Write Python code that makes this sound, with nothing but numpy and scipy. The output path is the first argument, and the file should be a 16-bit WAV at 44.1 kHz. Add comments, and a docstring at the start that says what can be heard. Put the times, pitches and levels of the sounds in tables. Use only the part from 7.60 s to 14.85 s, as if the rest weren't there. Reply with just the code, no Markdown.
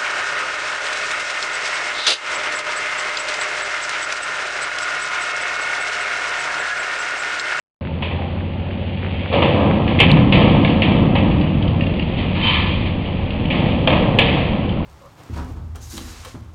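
"""Tearing down a steel silo

Two excavators work across a road from a small microphone. Over the drone of their diesels the shell
creaks and gives way: steel cracks and snaps, the hollow drum booms, rubble pours, and a plate scrapes
down with a short squeal. Cracks and snaps echo off the standing silos; wind rumbles on the microphone."""
import sys
import numpy as np
from scipy import signal
from scipy.fft import rfft, irfft, next_fast_len
from scipy.io import wavfile
from scipy.ndimage import uniform_filter1d, minimum_filter1d

SR = 44100
rng = np.random.default_rng(int(sys.argv[2]) if len(sys.argv) > 2 else 0)


def waveform_to_disk(signal):
    """Save audio, clipped to [-1, 1], as 16-bit WAV at the path in sys.argv[1]."""
    frames = np.transpose(np.atleast_2d(signal))
    scaled = np.clip(frames, -1, 1) * 32767
    samples = np.round(scaled).astype(np.int16)
    wavfile.write(sys.argv[1], SR, samples)


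N = 319725
TIME = np.arange(N) / SR

# The working diesel picks up speed and holds it. Each row: time in seconds, firing rate in Hz, level in dB.
DIESEL_RUN = [(0.21, 84.7, -31), (0.55, 86.9, -23), (0.798, 90.5, -26), (1.85, 93.3, -25), (2.3, 91, -27.5),
              (5.198, 93, -26), (6.2, 92.3, -35.5), (7.25, 90.4, -31)]
# Steadier tones of the machines. Each row: pitch in Hz, level in dB.
MACHINE_HUMS = [(76.5, -32), (214, -39), (259, -41.5), (544, -47), (768, -54.5)]
# Wind on the microphone. Each row: time in seconds, level in dB.
WIND_LEVELS = [(0.21, -36), (1.7, -38), (2.6, -22.5), (3.4, -25), (4.5, -25.5), (7.25, -25.5)]
# Faint dry ticks close by. Each row: time in seconds, relative level in dB.
NEAR_TICKS = [(0.2514, -23), (0.272, -21), (0.6216, -23), (0.808, -23), (1.1102, -22), (1.431, -19),
              (1.447, -17.5), (1.4643, -19), (1.66, -18.5), (2.1121, -11.5)]
# Steel crackling under the pull of the machines. 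Each row: time in seconds, relative level in dB.
STRAIN_LEVELS = [(0.25, -39), (1.0, -38.5), (1.7, -29.5), (2.3, -33), (4.1, -34.5), (4.7, -29),
                 (7.25, -38.5)]
# Loaded steel creaks. Each row: start and length in seconds, first and last pitch in Hz, level in dB.
STEEL_CREAKS = [(.27, .06, 850, 915, -37), (0.555, 0.16, 782, 797, -33), (0.922, 0.092, 820, 914, -34)]
# Steel giving way. Each row: start in seconds, tear level in dB, tear decay in seconds,
# clatter level in dB, clank level in dB. The levels are relative.
STEEL_CRACKS = [(0.423, -23.5, 0.02, -31.5, -24), (0.511, -29.5, 0.009, -46.5, -26),
                (1.727, -33.5, 0.0077, -23, -21), (1.821, -17, 0.016, -24.5, -14),
                (2.277, -22.5, 0.0042, -28.5, -34), (2.388, -16.5, 0.022, -36, -40),
                (2.401, -4, 0.014, -21, -10.5), (2.497, -24.5, 0.016, -42, -30),
                (2.569, -22, 0.0096, -38, -18), (2.724, -13.5, 0.013, -19, -18),
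                (3.048, -12.5, 0.0032, -28, -20.5), (3.220, -11.5, 0.0092, -23.5, -21.5),
                (3.553, -19.5, 0.023, -31, -16), (5.903, -20.5, 0.033, -28, -31),
                (6.274, -7, 0.0043, -23, -10.5), (6.328, -18, .012, -30, -20.5),
                (6.587, -5.5, 0.012, -19, -13)]
# Ring of the torn plates. Each row: pitch in Hz, relative level in dB, seconds to fall by 60 dB.
PLATE_MODES = [(1717, 6.5, 0.21), (2000, -0.5, 0.21), (2210, -10.5, 0.087), (2410, -3, 0.18),
               (2610, -6.5, 0.27), (2750, -7.5, 0.04), (2710, 5.5, 0.14), (3250, -6.5, 0.2),
               (3800, -7.5, 0.029)]
# Slap off the standing silos. Each row: delay in seconds, level in dB.
SILO_ECHOES = [(.028, -7.5), (.056, -23), (.093, -13.5)]
# Sections coming down. Each row: start in seconds, then relative levels of rubble, boom and grit in dB.
SECTION_FALLS = [(1.705, -18, -19.5, -37), (1.92, -21.5, -17.5, -32.5), (2.22, -31.5, -18.5, -38.5),
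                 (2.38, -27, -12, -41), (2.715, -17, -13.5, -25), (3.22, -22.5, -14, -38.5),
                 (3.539, -28.5, -18.5, -33.5), (4.0, -32, -22, -46), (4.6, -34, -29, -42),
                 (4.98, -39, -30, -42), (5.72, -33, -21.5, -38), (5.9, -24, -20, -26.5),
                 (6.261, -21, -18, -39), (6.585, -25.5, -24.5, -25)]
# Treble fizz on the hardest blows. Each row: start in seconds, level in dB, decay in seconds.
FIZZ_BURSTS = [(2.402, -27, .008), (2.516, -30, .001), (6.588, -31, .006)]
# Heavy pieces landing. Each row: start in seconds, level in dB, pitch in Hz, decay in seconds.
HEAVY_THUDS = [(2.440, -5.5, 171.5, 0.048), (2.508, 0, 148, 0.029), (2.586, -3, 126, .03),
               (2.730, -5.5, 193, 0.038), (3.690, -10, 59.1, 0.034), (4.083, -2, 98.5, 0.015)]
# Small pieces snapping. Each row: start in seconds, level in dB.
SMALL_SNAPS = [(3.1006, -17), (3.364, -22), (3.7188, -24), (3.8125, -17.5), (3.8746, -25.5), (3.944, -27),
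               (4.0254, -19), (4.0793, -21), (4.209, -15), (4.2663, -17.5), (4.339, -22), (4.3959, -15.5),
               (5.46, -24), (5.706, -19), (5.8553, -23.5), (7.0929, -23.5)]
# A plate jerks downward. Each row: start in seconds, seconds to full speed, level in dB.
PLATE_SLIDES = [(4.564, .03, -29.5), (4.745, 0.029, -27.5), (4.798, 0.1, -18.5), (5.255, 0.011, -28.5)]

# Tone colours of the noise layers. Each row: frequency in Hz, relative level in dB.
ROAR_SPECTRUM = [(66, -29.5), (112, -4), (117, -4.5), (139, 0.5), (219, -2.5), (314, -12), (356, -7.5),
                 (409, -15), (560, -9), (664, -16.5), (753, -15), (1200, -25.5), (1780, -30.5),
                 (2710, -27.5), (4680, -47.5), (6080, -77), (10300, -120)]  # fans and hydraulics
WIND_SPECTRUM = [(8, -33), (15, -9.5), (35, -4.5), (62, -2.5), (85, -0.5), (120, -6.5), (200, -48)]  # buffeted microphone
SHARD_SPECTRUM = [(820, -35), (1400, -20.5), (1510, -24), (1700, -10), (1880, -7.5), (2030, -6.5),
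                  (2450, -3), (2900, -3.5), (3320, -5.5), (4020, -20), (4300, -22), (4680, -28.5),
                  (6080, -44.5), (10300, -120)]  # grit and steel splinters
CLANK_SPECTRUM = [(150, -29), (300, -6.5), (400, -7), (540, 7.5), (750, -3.5), (1030, -3), (1300, -12.5),
                  (1450, -22), (1680, -18), (1950, -12.5), (2400, -23), (3500, -65)]  # body of a struck plate
SHELL_SPECTRUM = [(32, -42), (55, -17.5), (91, -1), (177, 2.5), (259, -4), (302, -5), (398, -18),
                  (430, -16), (560, -56), (950, -120)]  # hollow silo
RUBBLE_SPECTRUM = [(160, -29.5), (270, -3), (313, 3), (404, -11), (479, 0.5), (560, -1), (660, -4.5),
                   (1000, -9), (1330, -15.5), (1450, -33), (1600, -20), (2080, -54.5), (3520, -120)]  # tumbling lumps
FIZZ_SPECTRUM = [(4000, 2.5), (5500, 0), (8000, -1.5), (11000, -7), (13500, -32)]  # harsh treble
SCRAPE_SPECTRUM = [(470, -40.5), (800, -18), (881, -4), (1130, -3.5), (1450, -17), (1560, -18), (1840, -13),
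                   (2500, -1), (2810, -7), (3190, -3.5), (4680, -25.5), (6080, -59), (10300, -120)]  # sliding plate


def gain_of(db):
    """Decibels to amplitude."""
    return 10 ** (np.asarray(db) / 20)


def evened(x):
    """Scales to an rms of 1."""
    return x / np.sqrt(np.mean(x ** 2) + 1e-20)


def steadied(x, seconds, share):
    """Irons a share of the chance swells out of a noise; rms 1."""
    power = uniform_filter1d(x ** 2, size=max(int(seconds * SR), 1))
    return evened(x / (abs(power) + 1e-9) ** (share / 2))


def fader(rows):
    """Gain ride through rows with seconds first and dB last; silent before the first row."""
    rows = np.asarray(rows)
    return gain_of(np.interp(TIME, rows[:, 0], rows[:, -1], left=-100))


def add(mix, start, sound):
    """Mixes a sound in at a start time in seconds."""
    part = mix[round(start * SR):][:len(sound)]
    part += sound[:len(part)]


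def colour(x, spectrum, size=8192):
    """Minimum-phase EQ with the given spectrum; white noise keeps its level."""
    hz, db = np.transpose(spectrum)
    bins = abs(np.fft.fftfreq(size, 1 / SR))
    curve_db = np.interp(np.log(bins + 1), np.log(hz + 1), db, right=-100)
    log_gain = np.log(gain_of(curve_db) + 1e-5)
    taps = np.fft.ifft(np.exp(np.conj(signal.hilbert(log_gain)))).real[:size // 2]
    return signal.oaconvolve(x, taps / np.linalg.norm(taps))[:len(x)]


def drift(rate_hz):
    """Smooth random wander of rms 1."""
    size = next_fast_len(N)
    rolloff = np.exp(-(np.fft.rfftfreq(size, 1 / SR) / rate_hz) ** 2)
    return evened(irfft(rfft(rng.standard_normal(size)) * rolloff, size)[:N])


def tone(hz):
    """A sine that follows a pitch curve."""
    return np.sin(2 * np.pi * np.cumsum(hz) / SR)


def impacts(per_s, spread_db):
    """A random train of tiny blows; the wider the spread, the more a few stand out."""
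    sizes = gain_of(spread_db * np.minimum(rng.exponential(1, N), 4))
    return evened(sizes * rng.choice([-1, 1], N) * (rng.random(N) < per_s / SR))


def burst(spectrum, count=30000):
    """A short, even stretch of coloured noise."""
    noise = colour(rng.standard_normal(count + 2000), spectrum, size=2048)[-count:]
    return steadied(noise, seconds=.003, share=.7)


def surge(start, rise, hold, db_per_s, t=TIME):
    """Envelope that rises and holds for the given seconds, then dies away at a steady rate."""
    fade_db = -db_per_s * np.maximum(t - start - rise - hold, 0)
    return np.clip((t - start) / rise, 0, 1) * gain_of(fade_db)


def collapse(starts, levels_db, **shape):
    """Envelope of a layer fed by all the falls; their surges add in power."""
    t = TIME[::64]
    power = sum((gain_of(db) * surge(start, t=t, **shape)) ** 2 for start, db in zip(starts, levels_db))
    return np.interp(TIME, t, np.sqrt(power))


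def settling(db):
    """Steady gain from the first fall on: the wreck never quite comes to rest."""
    return gain_of(db) * np.clip((TIME - SECTION_FALLS[0][0]) / .05, 0, 1)


def machines():
    """Exhaust tone of the working diesel, wavering hums, and the roar of fans and hydraulics."""
    times, firing_hz, _ = np.transpose(DIESEL_RUN)
    hunting_hz = np.interp(TIME, [1.7, 3], [.4, 1.8]) * drift(8)  # the engine hunts under load
    pitch = np.interp(TIME, times, firing_hz) + hunting_hz
    firing = tone(pitch)
    exhaust = firing + gain_of(-11.5) * tone(2 * pitch)
    exhaust = evened(exhaust * gain_of(0.71 * drift(8))) * fader(DIESEL_RUN)
    hums = np.zeros(N)
    for hz, db in MACHINE_HUMS:
        waver = gain_of(2 * drift(16))
        hums += gain_of(db) * evened(waver * tone(hz * (1 + 0.01026 * drift(14))))
    roar = colour(rng.standard_normal(N) * (1 + 0.11 * firing), ROAR_SPECTRUM)
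    return exhaust + hums + gain_of(-27) * steadied(roar, seconds=0.091, share=1.0)


def wind():
    """Lumpy low rumble on the microphone, swelling in gentle random gusts."""
    gust_db = -drift(rate_hz=2.5)
    rumble = colour(rng.standard_normal(N), WIND_SPECTRUM, size=32768)
    return steadied(rumble, seconds=0.13, share=0.72) * fader(WIND_LEVELS) * gain_of(gust_db)


def ticks():
    """Tiny dry clicks, too near to echo."""
    t = np.arange(-SR // 200, SR // 200) / SR
    click = np.exp(-(t / 0.00022) ** 2) * np.sin(2 * np.pi * 1650 * t)
    out = np.zeros(N)
    for time, db in NEAR_TICKS:
        add(out, time + t[0] + 0.00052, gain_of(db + 4) * click)
    return out


def grit():
    """Grit crackles on the strained sheet metal and flares with each fall."""
    starts, _, _, grit_db = np.transpose(SECTION_FALLS)
    flares = collapse(starts, grit_db, rise=.08, hold=0.13, db_per_s=42)
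    grains = steadied(colour(impacts(per_s=1900, spread_db=2), SHARD_SPECTRUM), seconds=.1, share=.4)
    return gain_of(-4.5) * grains * np.hypot(flares, fader(STRAIN_LEVELS))


def creaks():
    """Short, rough tones that rise as the load on the steel grows."""
    waver_hz = 22 * drift(90)
    flutter = evened(gain_of(3 * drift(70)))
    out = np.zeros(N)
    for start, length, from_hz, to_hz, db in STEEL_CREAKS:
        progress = np.clip((TIME - start) / length, 0, 1)
        pitch = from_hz + (to_hz - from_hz) * progress + waver_hz
        out += gain_of(db) * np.sin(np.pi * progress) * tone(pitch)
    return out * flutter


def cracks():
    """Each crack is a bright tear, a dull clank of the plate and a dying clatter of fragments."""
    # Tearing steel is strongest near 2690 Hz and falls off to both sides.
    tear_spectrum = [(hz, db - 15.5 * abs(np.log2(hz / 2690))) for hz, db in SHARD_SPECTRUM]
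    tears, clanks, clatter_power = np.zeros((3, N))
    for start, tear_db, decay, clatter_db, clank_db in STEEL_CRACKS:
        tear = burst(tear_spectrum)
        t = np.arange(len(tear)) / SR
        attack = 1 - np.exp(-t / 0.00098)
        tear_shape = attack * np.exp(-t / decay)
        clank_shape = attack * (np.exp(-t / 0.01) + 0.3 * np.exp(-t / 0.25))
        add(tears, start, gain_of(tear_db) * tear * tear_shape / tear_shape.max())
        add(clanks, start, gain_of(clank_db) * burst(CLANK_SPECTRUM) * clank_shape)
        add(clatter_power, start, (gain_of(clatter_db) * np.exp(-t / 0.17)) ** 2)
    pieces = colour(impacts(per_s=2500, spread_db=1.5), SHARD_SPECTRUM)
    clatter = steadied(pieces, seconds=0.011, share=0.89) * np.sqrt(clatter_power)
    blows = gain_of(-0.5) * tears + gain_of(-20.5) * plate_ring(tears + .5 * clatter) + clanks
    return yard_echo(blows, wet_db=-16, t60=0.41) + clatter


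def plate_ring(drive):
    """The steel plates ring in their decaying modes when shaken."""
    t = np.arange(SR // 3) / SR
    modes = sum(gain_of(db - 60 * t / t60) * np.sin(2 * np.pi * (hz * t + rng.random()))
                for hz, db, t60 in PLATE_MODES)
    return signal.oaconvolve(drive, modes / np.linalg.norm(modes))[:len(drive)]


def yard_echo(x, wet_db, t60):
    """The direct sound, smeared echoes off the silos and a thin scattered tail."""
    t = np.arange(SR) / SR
    tail = rng.standard_normal(SR) * gain_of(-60 * t / t60) * (t > .012)
    response = gain_of(wet_db) * tail / np.linalg.norm(tail)
    response[0] = 1
    for delay, db in SILO_ECHOES:
        smear = rng.standard_normal(SR // 20) * np.exp(-t[:SR // 20] / 0.0043)
        add(response, delay, gain_of(db) * smear / np.linalg.norm(smear))
    return signal.oaconvolve(x, response)[:N]


def shell_boom():
    """Countless buckles drum on the hollow silo after each fall."""
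    starts, _, boom_db, _ = np.transpose(SECTION_FALLS)
    swells = collapse(starts, boom_db, rise=.11, hold=0.078, db_per_s=16)
    buckles = colour(impacts(per_s=900, spread_db=2), SHELL_SPECTRUM)
    return steadied(buckles, seconds=.04, share=0.79) * np.hypot(swells, settling(db=-26.5))


def rubble():
    """Each fall pours lumps of rubble with a dull clatter."""
    starts, rubble_db, _, _ = np.transpose(SECTION_FALLS)
    pours = collapse(starts, rubble_db, rise=0.041, hold=0.091, db_per_s=21.8)
    lumps = colour(impacts(per_s=1300, spread_db=0), RUBBLE_SPECTRUM)
    return steadied(lumps, seconds=0.046, share=1.0) * np.hypot(pours, settling(db=-34.5))


def moan():
    """One hollow mode of the folding wall, shaken so hard that pitch and level flutter."""
    mode = evened(tone(565 + 20 * drift(30.1)) * gain_of(2.3 * drift(30)))
    return gain_of(-22.5) * mode * surge(start=1.725, rise=0.023, hold=0.046, db_per_s=25)


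def fizz():
    """Brief harsh bursts in the treble, and one sharp click on top of the heaviest thud."""
    t = np.arange(SR // 8) / SR
    out = np.zeros(N)
    for start, db, decay in FIZZ_BURSTS:
        add(out, start, gain_of(db) * burst(FIZZ_SPECTRUM, count=len(t)) * np.exp(-t / decay))
    click = np.exp(-((TIME - 2.5167) / .0005) ** 2) * np.sin(2 * np.pi * 3850 * TIME)
    return out + gain_of(-7) * click


def thuds():
    """Heavy pieces land with a few low swings each."""
    t = np.arange(SR // 2) / SR
    attack = 1 - np.exp(-t / 0.0055)
    out = np.zeros(N)
    for start, db, hz, decay in HEAVY_THUDS:
        add(out, start, gain_of(db) * attack * np.exp(-t / decay) * np.sin(2 * np.pi * hz * t))
    return out


def snaps():
    """Small pieces snap: a sharp tick, a trace of splinters, and a bounce off the ground just behind."""
    t = np.arange(SR // 20) / SR
    out = np.zeros(N)
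    for (start, db), (detune, lag) in zip(SMALL_SNAPS, rng.uniform(-1, 1, (len(SMALL_SNAPS), 2))):
        tick = np.sin(2 * np.pi * 2850 * (1 + .08 * detune) * t) * t * np.exp(-t / .0005)
        splinters = burst(SHARD_SPECTRUM, count=len(t)) * np.exp(-t / 0.0076)
        snap = gain_of(db) * (tick / abs(tick).max() + .25 * splinters)
        add(out, start, snap)
        add(out, start + 0.0037 * (1 + .3 * lag), 0.77 * snap)
    return yard_echo(out, wet_db=-7, t60=0.13)


def scrape():
    """Rapid slips rasp and ring as a plate jerks into motion and slows."""
    sliding = np.zeros(N)
    for start, rise, db in PLATE_SLIDES:
        age = np.maximum(TIME - start, 0) / rise
        sliding = np.hypot(sliding, gain_of(db) * age * np.exp(1 - age))
    slips = colour(impacts(per_s=2200, spread_db=-2), SCRAPE_SPECTRUM)
    slips = steadied(slips, seconds=0.033, share=0.26)
    return evened(slips + gain_of(-17) * plate_ring(slips)) * sliding


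def squeal():
    """Near full speed the plate's slips lock for a moment into one shrill note."""
    note = evened(tone(3080 + 22 * drift(68)) * gain_of(4 * drift(70)))
    return gain_of(-19) * note * surge(start=4.81, rise=.025, hold=.05, db_per_s=180)


def scene():
    """The work is straight ahead, so both channels hear the same."""
    far = machines() + creaks() + shell_boom() + thuds() + moan() + rubble() + grit()
    far += cracks() + snaps() + scrape() + squeal()
    mono = far + ticks() + wind()
    return np.array([mono, mono])


def low_pass(x, hz):
    """Steep linear-phase low-pass."""
    padded = np.pad(x, ((0, 0), (200, 200)), "reflect", reflect_type="odd")
    taps = signal.firwin(401, hz, window=("kaiser", 9), fs=SR)
    return signal.oaconvolve(padded, taps[None], "valid")


def limited(x, ceiling=.98, size=61):
    """Ducks smoothly for a few milliseconds round each peak that passes the ceiling."""
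    safe_gain = np.minimum(ceiling / (abs(x).max(0) + 1e-9), 1)
    return x * uniform_filter1d(minimum_filter1d(safe_gain, 2 * size), size)


def record(dry):
    """The narrow-band microphone opens after a moment and clips; fizz goes on top, then a limiter."""
    opened = dry * np.where(TIME < 0.21, gain_of(-77), 1)
    dulled = low_pass(np.clip(opened, -1, 1), hz=4950)
    return low_pass(limited(dulled + fizz()), hz=15400)


dry = scene()
out = record(dry)
waveform_to_disk(out)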